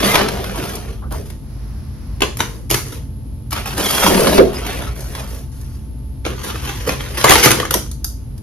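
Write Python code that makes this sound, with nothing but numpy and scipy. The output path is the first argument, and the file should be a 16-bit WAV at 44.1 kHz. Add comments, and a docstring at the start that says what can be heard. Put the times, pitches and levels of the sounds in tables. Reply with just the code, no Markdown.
"""Scraping frost from a freezer

A steel spatula scrapes hard frost off a shelf and twice tips its load onto a hand-held plastic tray.
Brittle fracture of thousands of crystals makes the crunch and drives the modes of shelf and tray; the
hollow shelf booms when a slab breaks loose. The blade squeaks by stick-slip friction, sleeves rustle,
a motor hums, a small room reverberates, and the close microphone overloads on the loudest blows."""
import sys
import numpy as np
from scipy import signal
from scipy.fft import rfft, irfft, next_fast_len
from scipy.io import wavfile
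from scipy.ndimage import map_coordinates

SR = 44100
rng = np.random.default_rng(int(sys.argv[2]) if len(sys.argv) > 2 else 0)


def master_out(mix):
    """Clip the mix to full scale and print it as 16-bit PCM to the path in sys.argv[1]."""
    frames = np.transpose(np.atleast_2d(mix))
    ceiling = np.clip(frames, -1, 1)
    pcm = np.round(ceiling * 32767).astype(np.int16)
    wavfile.write(sys.argv[1], SR, pcm)


N = 371322

# room rumble and hiss: (frequency [Hz], spectral level [dB])
ROOM_SPECTRUM = [(25, -26.5), (54, 5.5), (100, -4.5), (130, -1.5), (170, -15.5), (260, -16.5), (450, -28.5),
                 (1700, -47.5), (5200, -48), (10000, -62), (11100, -34), (12200, -57), (16000, -61)]
# motor hum: (frequency [Hz], level [dB])
MOTOR_TONES = [(54, -39), (215.3, -44.5), (263.8, -48), (882.9, -61.5)]
# short pushes into the frost:
# (time [s], length [s], crunch [dB], boom re crunch [dB], powder re crunch [dB])
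BLADE_PUSHES = [(0.0, 0.038, -22, 3, -6), (0.042, 0.06, -19.5, -8, -4.5), (0.139, 0.061, -17.5, 0, -12),
                (0.295, 0.26, -34.5, 2, -6.5), (0.556, 0.18, -33.5, 0.5, -3.5), (0.799, 0.11, -42.5, 1, -6),
                (1.107, 0.063, -43, 8, 0), (1.256, 0.029, -48.5, -11, 1.5), (3.518, 0.08, -29, -7, -7),
                (3.657, 0.015, -27.5, -7.5, -3.5), (3.728, 0.059, -35, 1, -1), (4.4, 0.12, -36.5, 0, -9),
                (4.531, 0.32, -33, -1, -7), (4.65, 0.064, -31.5, -4, -6.5), (4.953, 0.22, -43.5, 2.5, 1.5),
                (5.16, 0.042, -35, -3, -6.5), (5.273, 0.086, -44, 0.5, 3), (5.517, 0.24, -55, -19, 3)]
# the long stroke under the slab: (time [s], crunch [dB], blade depth [0-1])
DIG_PATH = [(3.77, -26.5, 0.6), (3.87, -23.5, 0.26), (3.98, -22.5, 0.15), (4.04, -19.5, 0.52),
            (4.09, -20, 0.68), (4.2, -21.5, 1), (4.38, -23, 0.83)]
# crusts cracking on the shelf: (time [s], level [dB], powder trim [dB])
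CRUST_CRACKS = [(0.154, 12.5, -29), (0.285, -0.5, -23.5), (0.441, -8, -22), (0.754, -23.5, -2),
                (1.122, -27, -2), (1.3, -17.5, -18), (3.507, -17.5, -7.5), (3.527, -4.5, -14),
                (3.778, -4, -16), (4.064, 10.5, -26.5), (4.178, 1, -28), (4.205, 1, -21), (4.27, 2.5, -30),
                (4.331, -2, -27), (4.665, -6, -19), (5.006, -23.5, -6), (5.15, -10, -19),
                (5.612, -34, -4.5), (8.378, -33, -4)]
# shelf resonances: (frequency [Hz], bandwidth [Hz], level [dB])
SHELF_MODES = [(195.2, 23.7, 2.5), (285, 49, -1), (391.3, 36, 3), (438, 44, 3.5), (540, 160, 1.5),
               (666, 140, -2), (1070, 980, -26)]
# coarse ice clicks on the shelf: (frequency [Hz], spectral level [dB])
SHELF_CRUNCH_SPECTRUM = [(200, -24.5), (620, 6), (1150, 8), (2000, 3.5), (3300, 2.5), (6500, -10),
                         (12000, -70)]
# fine ice clicks: (frequency [Hz], spectral level [dB])
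POWDER_SPECTRUM = [(2500, -26), (4600, -1), (6100, 0), (8000, -9), (9800, 1.5), (13500, -4), (16000, -31)]
# the hand jolting blade and tray: (time [s], length [s], level [dB])
HAND_JOLTS = [(0, 0.3, -30.5), (1.059, 0.18, -27), (2.096, 0.036, -29), (4.766, 0.12, -27),
              (7.296, 0.06, -18.5)]
# the thump of a jolt: (frequency [Hz], spectral level [dB])
JOLT_SPECTRUM = [(25, -25), (55, 9.5), (130, -7.5), (220, -17), (500, -54), (1500, -120)]
# the blade sticking and slipping: (time [s], length [s], pitch [Hz], level [dB])
BLADE_SQUEAKS = [(0.047, 0.14, 2020, -24.5), (3.825, 0.1, 3320, -24.5), (3.918, 0.06, 3220, -21.5),
                 (3.974, 0.07, 3290, -22.5), (4.043, 0.081, 3275, -22), (4.539, 0.045, 5120, -29)]
# packed snow shearing off or slumping: (time [s], length [s], level [dB], cutoff [Hz])
SNOW_CRUMPS = [(0.149, 0.012, -13, 1900), (0.169, 0.055, -18.5, 1900), (1.02, 0.062, -34.5, 1350),
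               (1.111, 0.049, -28.5, 1580), (4.063, 0.014, -20, 1900), (4.378, 0.027, -5.5, 790),
               (7.242, 0.054, -11.5, 2100), (7.301, 0.033, -6, 2100), (7.458, 0.038, -19, 1510),
               (7.749, 0.044, -20.5, 703)]
# collapsing snow: (frequency [Hz], spectral level [dB])
CRUMP_SPECTRUM = [(150, -1), (380, 10), (1100, 7), (3500, -4)]
# rubbing cloth: (frequency [Hz], spectral level [dB])
SLEEVE_SPECTRUM = [(500, 7), (1100, 6), (3400, -5.5), (5400, 0.5), (7500, -14.5)]
# the bare blade on the tray's rim: (time [s], level [dB])
RIM_KNOCKS = [(2.206, -24), (2.219, -9), (2.222, -12.5), (2.234, -11)]
# ringing of blade and rim: (frequency [Hz], level [dB], T60 [s])
RIM_MODES = [(400, 4, 0.04), (1054, -6, .04), (1520, -12, .05), (2640, 0, 0.022), (2850, 0.5, .018)]
# lumps and blade striking the tray: (time [s], level [dB], powder trim [dB])
TRAY_TAPS = [(2.206, -7.5, -21), (2.22, 6, -23.5), (2.37, -20.5, -5), (2.404, 1, -20.5), (2.702, -5, -11),
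             (2.711, 0, -11.5), (2.743, 0, -14), (6.251, -9, -30), (6.892, 0.5, -30.5), (7.006, -9.5, -40),
             (7.212, -3, -25), (7.242, 10.5, -19.5), (7.295, 10.5, -18), (7.307, 12, -16.5),
             (7.32, 10.5, -22), (7.336, 5, -17.5), (7.355, 11, -25), (7.429, 0.5, -21), (7.458, 13, -22.5),
             (7.506, 5, -16.5), (7.515, 6, -18), (7.6, -1.5, -25), (7.652, -6.5, -24.5),
             (7.708, -4.5, -8.5), (7.74, -2.5, -4.5), (7.914, -28, 2), (8.044, -20.5, 5.5)]
# frost sliding onto the tray:
# (time [s], rise [s], length [s], crunch [dB], rattle re crunch [dB], powder re crunch [dB])
FROST_SLIDES = [(2.385, 0.0052, 0.016, -31.5, -0.5, 1), (2.48, 0.011, 0.09, -49.5, 12.5, 4),
                (2.693, 0.0096, 0.063, -30.5, -0.5, 6), (2.85, .005, 0.1, -42, 3.5, 1.5),
                (6.242, 0.024, 0.016, -26, 4, -8.5), (6.33, 0.056, 0.99, -36, 0, -3.5),
                (6.39, 0.083, 0.072, -28.5, 0.5, -1.5), (6.63, 0.022, 0.091, -32.5, -21, -5.5),
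                (6.86, 0.017, 0.03, -25, 4.5, -2), (7.168, 0.0048, 0.12, -24.5, -5.5, -3.5),
                (7.25, 0.049, 0.13, -16.5, -4, -1), (7.42, 0.022, 0.031, -11, -11, 0.5),
                (7.53, .01, 0.11, -33.5, 7, -5), (7.708, 0.0035, 0.038, -32, 6, -1)]
# tray resonances: (frequency [Hz], bandwidth [Hz], level [dB])
TRAY_MODES = [(128, 11, 6), (199.9, 45, -1), (330.1, 74, 2.5), (495.5, 79, 1.5), (645.4, 70, -1.5),
              (1020, 380, -11.5), (2105.5, 61, -18)]
# coarse ice clicks on the tray: (frequency [Hz], spectral level [dB])
TRAY_CRUNCH_SPECTRUM = [(200, -29.5), (800, -0.5), (1160, 0.5), (1550, -0.5), (2100, -2), (2500, -3.5),
                        (3200, -2.5), (4400, -9), (6500, -10), (12000, -76)]
# soft lumps landing, each on its own spot of the tray: (time [s], pitch [Hz], level [dB])
LUMP_THUDS = [(6.265, 447, -20), (7.242, 435, -3), (7.242, 1164, -4), (7.283, 2040, -7.5),
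              (7.296, 399, -0.5), (7.32, 1167, -1.5), (7.466, 372, -1.5), (7.471, 1224, -8),
              (7.509, 370, -7), (7.599, 1140, -22.5), (7.629, 1160, -16), (7.715, 450, -14),
              (7.739, 984, -12), (7.747, 540, -17)]
# reverberation time of the room: (frequency [Hz], T60 [s])
ROOM_DECAY = [(150, 0.47), (1000, 0.26), (7000, 0.38), (14000, 0.26)]
# likeness of left and right: (frequency [Hz], correlation [-1 to 1])
STEREO_CORRELATION = [(60, .92), (190, .85), (680, .12), (1200, .45), (3100, .25), (6500, -.05),
                      (7900, -.5), (9600, .1), (11500, .7), (14800, -.3)]

SLAB_S = 4.379  # the slab breaks loose


def amp(db):
    """Amplitude ratio of a level in decibels."""
    return 10 ** (np.asarray(db) / 20)


def unit(x):
    """Normalisation to rms 1."""
    return x / np.sqrt(np.mean(x ** 2) + 1e-20)


def along(points, hz):
    """Interpolation of (frequency, value) points on a logarithmic frequency axis."""
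    f, values = np.transpose(points)
    return np.interp(np.log(hz + 1), np.log(f + 1), values)


def wobble(rate):
    """Slow random modulation: a spline with `rate` knots a second."""
    knots = rng.standard_normal(int(N * rate / SR) + 4)
    return map_coordinates(knots, [np.arange(N) * rate / SR], order=2)


def filtered(x, response):
    """Linear filtering: the spectrum is multiplied by a frequency response."""
    size = next_fast_len(N + SR // 2, True)
    return irfft(rfft(x, size) * response(np.fft.rfftfreq(size, 1 / SR)), size)[..., :N]


def coloured_noise(spectrum):
    """Spectral shaping of white noise: independent mid and side parts, rms 1."""
    return unit(filtered(rng.standard_normal((2, N)), lambda hz: amp(along(spectrum, hz))))


def stroke(start, length, attack, fall_db_per_s):
    """Envelope of one gesture: linear rise, hold and exponential decay."""
    age = np.arange(N) / SR - start
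    return np.clip(age / attack, 0, 1) * amp(-np.clip(fall_db_per_s * (age - length), 0, 120))


def effort(strokes, fall_db_per_s):
    """Incoherent addition: overlapping strokes sum in power to gains of body, crunch and powder."""
    shapes = np.array([stroke(s, length, rise, fall_db_per_s) for s, rise, length, *_ in strokes])
    levels = amp([(db + body_db, db, db + powder_db) for *_, db, body_db, powder_db in strokes])
    return np.sqrt(levels.T ** 2 @ shapes ** 2)


def impulse_response(box_db, box_t60, room_db):
    """Reverberation: direct sound, early echoes in the freezer box and the room's tail, mid and side."""
    hz, t, spectra = signal.stft(rng.standard_normal((2, SR // 3)), SR, nperseg=256)
    tail = signal.istft(spectra * amp(-60 * t / along(ROOM_DECAY, hz)[:, None]), SR, nperseg=256)[1]
    t = np.arange(tail.shape[1]) / SR
    box = rng.standard_normal(tail.shape) * amp(-60 * t / box_t60)
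    echoes = amp(box_db) * box / np.linalg.norm(box[0]) + amp(room_db) * tail / np.linalg.norm(tail[0])
    return ((t == 0) + echoes) / np.hypot(1, np.linalg.norm(echoes[0]))


def space(x, box_db, box_t60, room_db, size=4096):
    """Time-varying convolution: the blade moves, so each stretch of sound meets new echoes."""
    out, window = np.zeros((2, N + SR)), signal.get_window("hann", size)
    x = np.pad(x, (size // 2, size))
    for start in range(0, N + size // 2, size // 2):
        stretch = window * x[start:start + size]
        if np.abs(stretch).max() > 1e-4:
            heard = signal.fftconvolve([stretch], impulse_response(box_db, box_t60, room_db), axes=1)
            out[:, start:start + heard.shape[1]] += heard
    return out[:, size // 2:][:, :N]


def background(noise_db=-27.5, hum_waver_db=1.5, whine_db=-60, whine_hz=9040, rise_hz_per_s=46):
    """Superposition of room noise, the motor's wavering tones and a thin, slowly rising whine."""
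    t = np.arange(N) / SR
    noise = coloured_noise(ROOM_SPECTRUM)
    hum = np.zeros(N)
    for hz, db in MOTOR_TONES:
        peak = np.sqrt(2) * amp(db + hum_waver_db * wobble(3))
        hum += peak * np.sin(2 * np.pi * hz * t + 0.5 * wobble(3.4))
    pitch = whine_hz + rise_hz_per_s * t + 35 * wobble(520)
    whine = np.sin(2 * np.pi * np.cumsum(pitch) / SR)
    return amp(noise_db) * noise + np.array([hum, np.zeros(N)]) + amp(whine_db) * whine


def fractures(per_second, spread_db):
    """Poisson process: crystals break at random moments, many small and few large; rms 1."""
    breaks = rng.random(N) < per_second / SR
    sign = rng.choice([-1, 1], N)
    size = amp(spread_db * np.minimum(rng.standard_normal(N), 2))
    return unit(breaks * sign * size)


def grinding(gains, per_second, clump_db, jerk_db, trims_db, chips_per_second, chips_db, spread_db=4.5):
    """Fracture in avalanches, with stray chips: forces and trims are body, crunch and powder."""
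    coarse, fine = fractures(per_second, spread_db), fractures(2 * per_second, spread_db)
    avalanches = unit(amp(clump_db * wobble(170) + jerk_db * wobble(45)))
    chips = amp(chips_db) * fractures(chips_per_second, spread_db)
    return gains * avalanches * np.array([coarse, coarse + chips, fine + chips]) * amp(trims_db)[:, None]


def blows(events, body_db, body_growth, crunch_db, powder_db, edge, crumble_t60, rise=0.00081):
    """Impulsive forces: a push on the panel, growing fastest with strength, a snap and a crumble."""
    forces, t = np.zeros((3, N + SR)), np.arange(SR // 10) / SR
    push = 1. * (t == 0)
    for s, db, trim_db in events:
        crumble = rng.standard_normal(len(t)) * (1 - np.exp(-t / rise)) * amp(-60 * t / crumble_t60)
        burst = (edge * push + crumble / np.linalg.norm(crumble)) / np.hypot(edge, 1)
        body = amp(body_db + body_growth * db) * push
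        parts = np.array([body, amp(crunch_db) * burst, amp(powder_db + trim_db) * burst])
        forces[:, round(s * SR):][:, :len(t)] += amp(db) * parts
    return forces[:, :N]


def ring(modes):
    """Modal superposition: a panel answers an impulse with damped sinusoids; energy 1."""
    t, out = np.arange(SR // 4) / SR, np.zeros(SR // 4)
    for k, (hz, width, db) in enumerate(modes):
        out += (-1) ** k * amp(db) * width * np.exp(-np.pi * width * t) * np.sin(2 * np.pi * hz * t)
    return out / np.linalg.norm(out)


def snap(spectrum, size=2048):
    """Minimum phase gives the shortest causal click of a spectrum; energy 1."""
    cepstrum = irfft(np.log(amp(along(spectrum, np.fft.rfftfreq(size, 1 / SR)))))
    causal = np.r_[cepstrum[0], 2 * cepstrum[1:size // 2]]
    click = irfft(np.exp(rfft(causal, size)))
    return click / np.linalg.norm(click)


def radiate(forces, modes, crunch_spectrum):
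    """Convolution: the three forces sound as panel ringing, coarse clicks and fine clicks."""
    responses = ring(modes), snap(crunch_spectrum), snap(POWDER_SPECTRUM)
    return sum(signal.oaconvolve(force, response)[:N] for force, response in zip(forces, responses))


def dig(attack=0.0018, slab_boom_db=-2.5):
    """Coupling grows with blade depth: more boom and less powder, until the slab breaks loose."""
    times, *columns = np.transpose(DIG_PATH)
    crunch_db, depth = (np.interp(np.arange(N) / SR, times, column) for column in columns)
    boom_db, powder_db = crunch_db - 7 + 14 * depth, crunch_db - 3 * depth
    envelope = stroke(times[0], SLAB_S - times[0], attack, fall_db_per_s=300)
    gains = amp([boom_db, crunch_db, powder_db]) * envelope
    gains[0] += amp(slab_boom_db) * stroke(SLAB_S, 0.021, attack, fall_db_per_s=340)
    return gains


def shelf(attack=0.00053, slab_crack_db=6.5, slab_powder_db=-38):
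    """Forced vibration: frost fracturing under the blade drives the hollow shelf."""
    pushes = [(s, attack, *rest) for s, *rest in BLADE_PUSHES]
    gains = np.hypot(effort(pushes, fall_db_per_s=141), dig())
    forces = grinding(gains, per_second=3200, clump_db=1.5, jerk_db=0.32, trims_db=(4, 2, 2.5),
                      chips_per_second=150, chips_db=-12)
    forces += blows([*CRUST_CRACKS, (SLAB_S, slab_crack_db, slab_powder_db)], body_db=2,
                    body_growth=0.103, crunch_db=8.5, powder_db=23.5, edge=0.15, crumble_t60=0.032)
    scrape = radiate(forces, SHELF_MODES, SHELF_CRUNCH_SPECTRUM)
    return space(scrape, box_db=-1.5, box_t60=0.032, room_db=-5)


def jolts(attack=0.014, fall_db_per_s=150):
    """Low-frequency transients: dull thumps as the hand jerks or the tray takes the load."""
    load = sum(amp(db) * stroke(s, length, attack, fall_db_per_s) for s, length, db in HAND_JOLTS)
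    return load * coloured_noise(JOLT_SPECTRUM)


def squeaks(rough_db=3.5, waver=0.035):
    """Stick-slip friction briefly locks onto a mode of the blade, never quite steadily."""
    t, out = np.arange(N) / SR, np.zeros(N)
    drift = 1 + waver * wobble(500)
    rasp = unit(amp(rough_db * wobble(120)))
    for s, length, hz, db in BLADE_SQUEAKS:
        on = (t > s) & (t < s + length)
        swell = np.sqrt(2 * np.abs(np.sin(np.pi * (t[on] - s) / length)))
        out[on] += amp(db) * swell * rasp[on] * np.sin(2 * np.pi * hz * np.cumsum(drift[on]) / SR)
    return out


def crumps(per_second=3000, attack=0.0023):
    """Collective fracture: many bonds in a lump of snow fail at once, muffled above its cutoff."""
    t, out = np.arange(SR // 4) / SR, np.zeros(N)
    bonds, hz = fractures(per_second, spread_db=2), np.fft.rfftfreq(len(t), 1 / SR)
    for s, length, db, cutoff_hz in SNOW_CRUMPS:
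        colour = amp(along(CRUMP_SPECTRUM, hz)) / np.hypot(1, (hz / cutoff_hz) ** 6)
        crunch = unit(irfft(rfft(bonds[round(s * SR):][:len(t)]) * colour, len(t)))
        envelope = (1 - np.exp(-t / attack)) * np.exp(-np.minimum(t / length, 5) ** 4)
        out[round(s * SR):][:len(t)] += amp(db) * crunch * envelope
    return space(out, box_db=-5, box_t60=0.011, room_db=-18)


def sleeves(level_db=-48.5, uneven_db=0.7):
    """Friction noise: cloth brushes unevenly on cloth while the tray is lifted into place."""
    rub = stroke(start=1.423, length=0.95, attack=0.081, fall_db_per_s=80)
    return rub * amp(level_db + uneven_db * wobble(11.9)) * coloured_noise(SLEEVE_SPECTRUM)


def knocks():
    """Damped free vibration: steel meets the tray's rim and both ring briefly in the hands."""
    t, out = np.arange(SR // 4) / SR, np.zeros(N)
    for s, db in RIM_KNOCKS:
        for hz, mode_db, t60 in RIM_MODES:
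            envelope = amp(db + mode_db + rng.standard_normal() - 60 * t / t60)
            out[round(s * SR):][:len(t)] += envelope * np.sin(2 * np.pi * hz * t)
    return out


def tray():
    """Impact excitation: lumps slide off the blade, crumble and drive the plastic tray's modes."""
    gains = effort(FROST_SLIDES, fall_db_per_s=211)
    forces = grinding(gains, per_second=1800, clump_db=2, jerk_db=1.58, trims_db=(1.5, 2.5, 1.5),
                      chips_per_second=54, chips_db=-15.5)
    forces += blows(TRAY_TAPS, body_db=7, body_growth=0.1, crunch_db=12.5, powder_db=25,
                    edge=0.35, crumble_t60=0.013)
    rattle = radiate(forces, TRAY_MODES, TRAY_CRUNCH_SPECTRUM)
    return space(rattle, box_db=1, box_t60=0.022, room_db=0.5)


def thuds(rise=0.00284):
    """Contact damping: a soft lump presses the tray and quickly deadens it."""
    t, out = np.arange(SR // 20) / SR, np.zeros(N)
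    envelope = t / rise * np.exp(1 - t / rise)
    for s, hz, db in LUMP_THUDS:
        out[round(s * SR):][:len(t)] += amp(db) * envelope * np.sin(2 * np.pi * hz * t)
    return space(out, box_db=-9, box_t60=0.025, room_db=-11)


def microphone_ports(hz):
    """Phase difference: two ports hear bass alike and treble out of step; gains of mid and side."""
    angle = np.arccos(np.clip(along(STEREO_CORRELATION, hz), -1, 1)) / 2
    return np.array([np.cos(angle), 1j * np.sin(angle)])


def scene():
    """Superposition: the sources add as mid and side, whose sum and difference are left and right."""
    frost = shelf() + tray()
    blade = space(squeaks() + knocks(), box_db=-8, box_t60=0.025, room_db=-11)  # mostly direct sound
    sources = frost + blade + crumps() + thuds() + jolts() + sleeves() + background()
    mid, side = filtered(sources, microphone_ports)
    return np.array([mid + side, mid - side])


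def record(dry, hardness=6, top_hz=15800):
    """Saturation and band limiting: the loudest peaks flatten, and nothing passes above top_hz."""
    clipped = dry / (1 + np.abs(dry) ** hardness) ** (1 / hardness)
    return filtered(clipped, lambda hz: hz < top_hz)


dry = scene()
out = record(dry)
master_out(out)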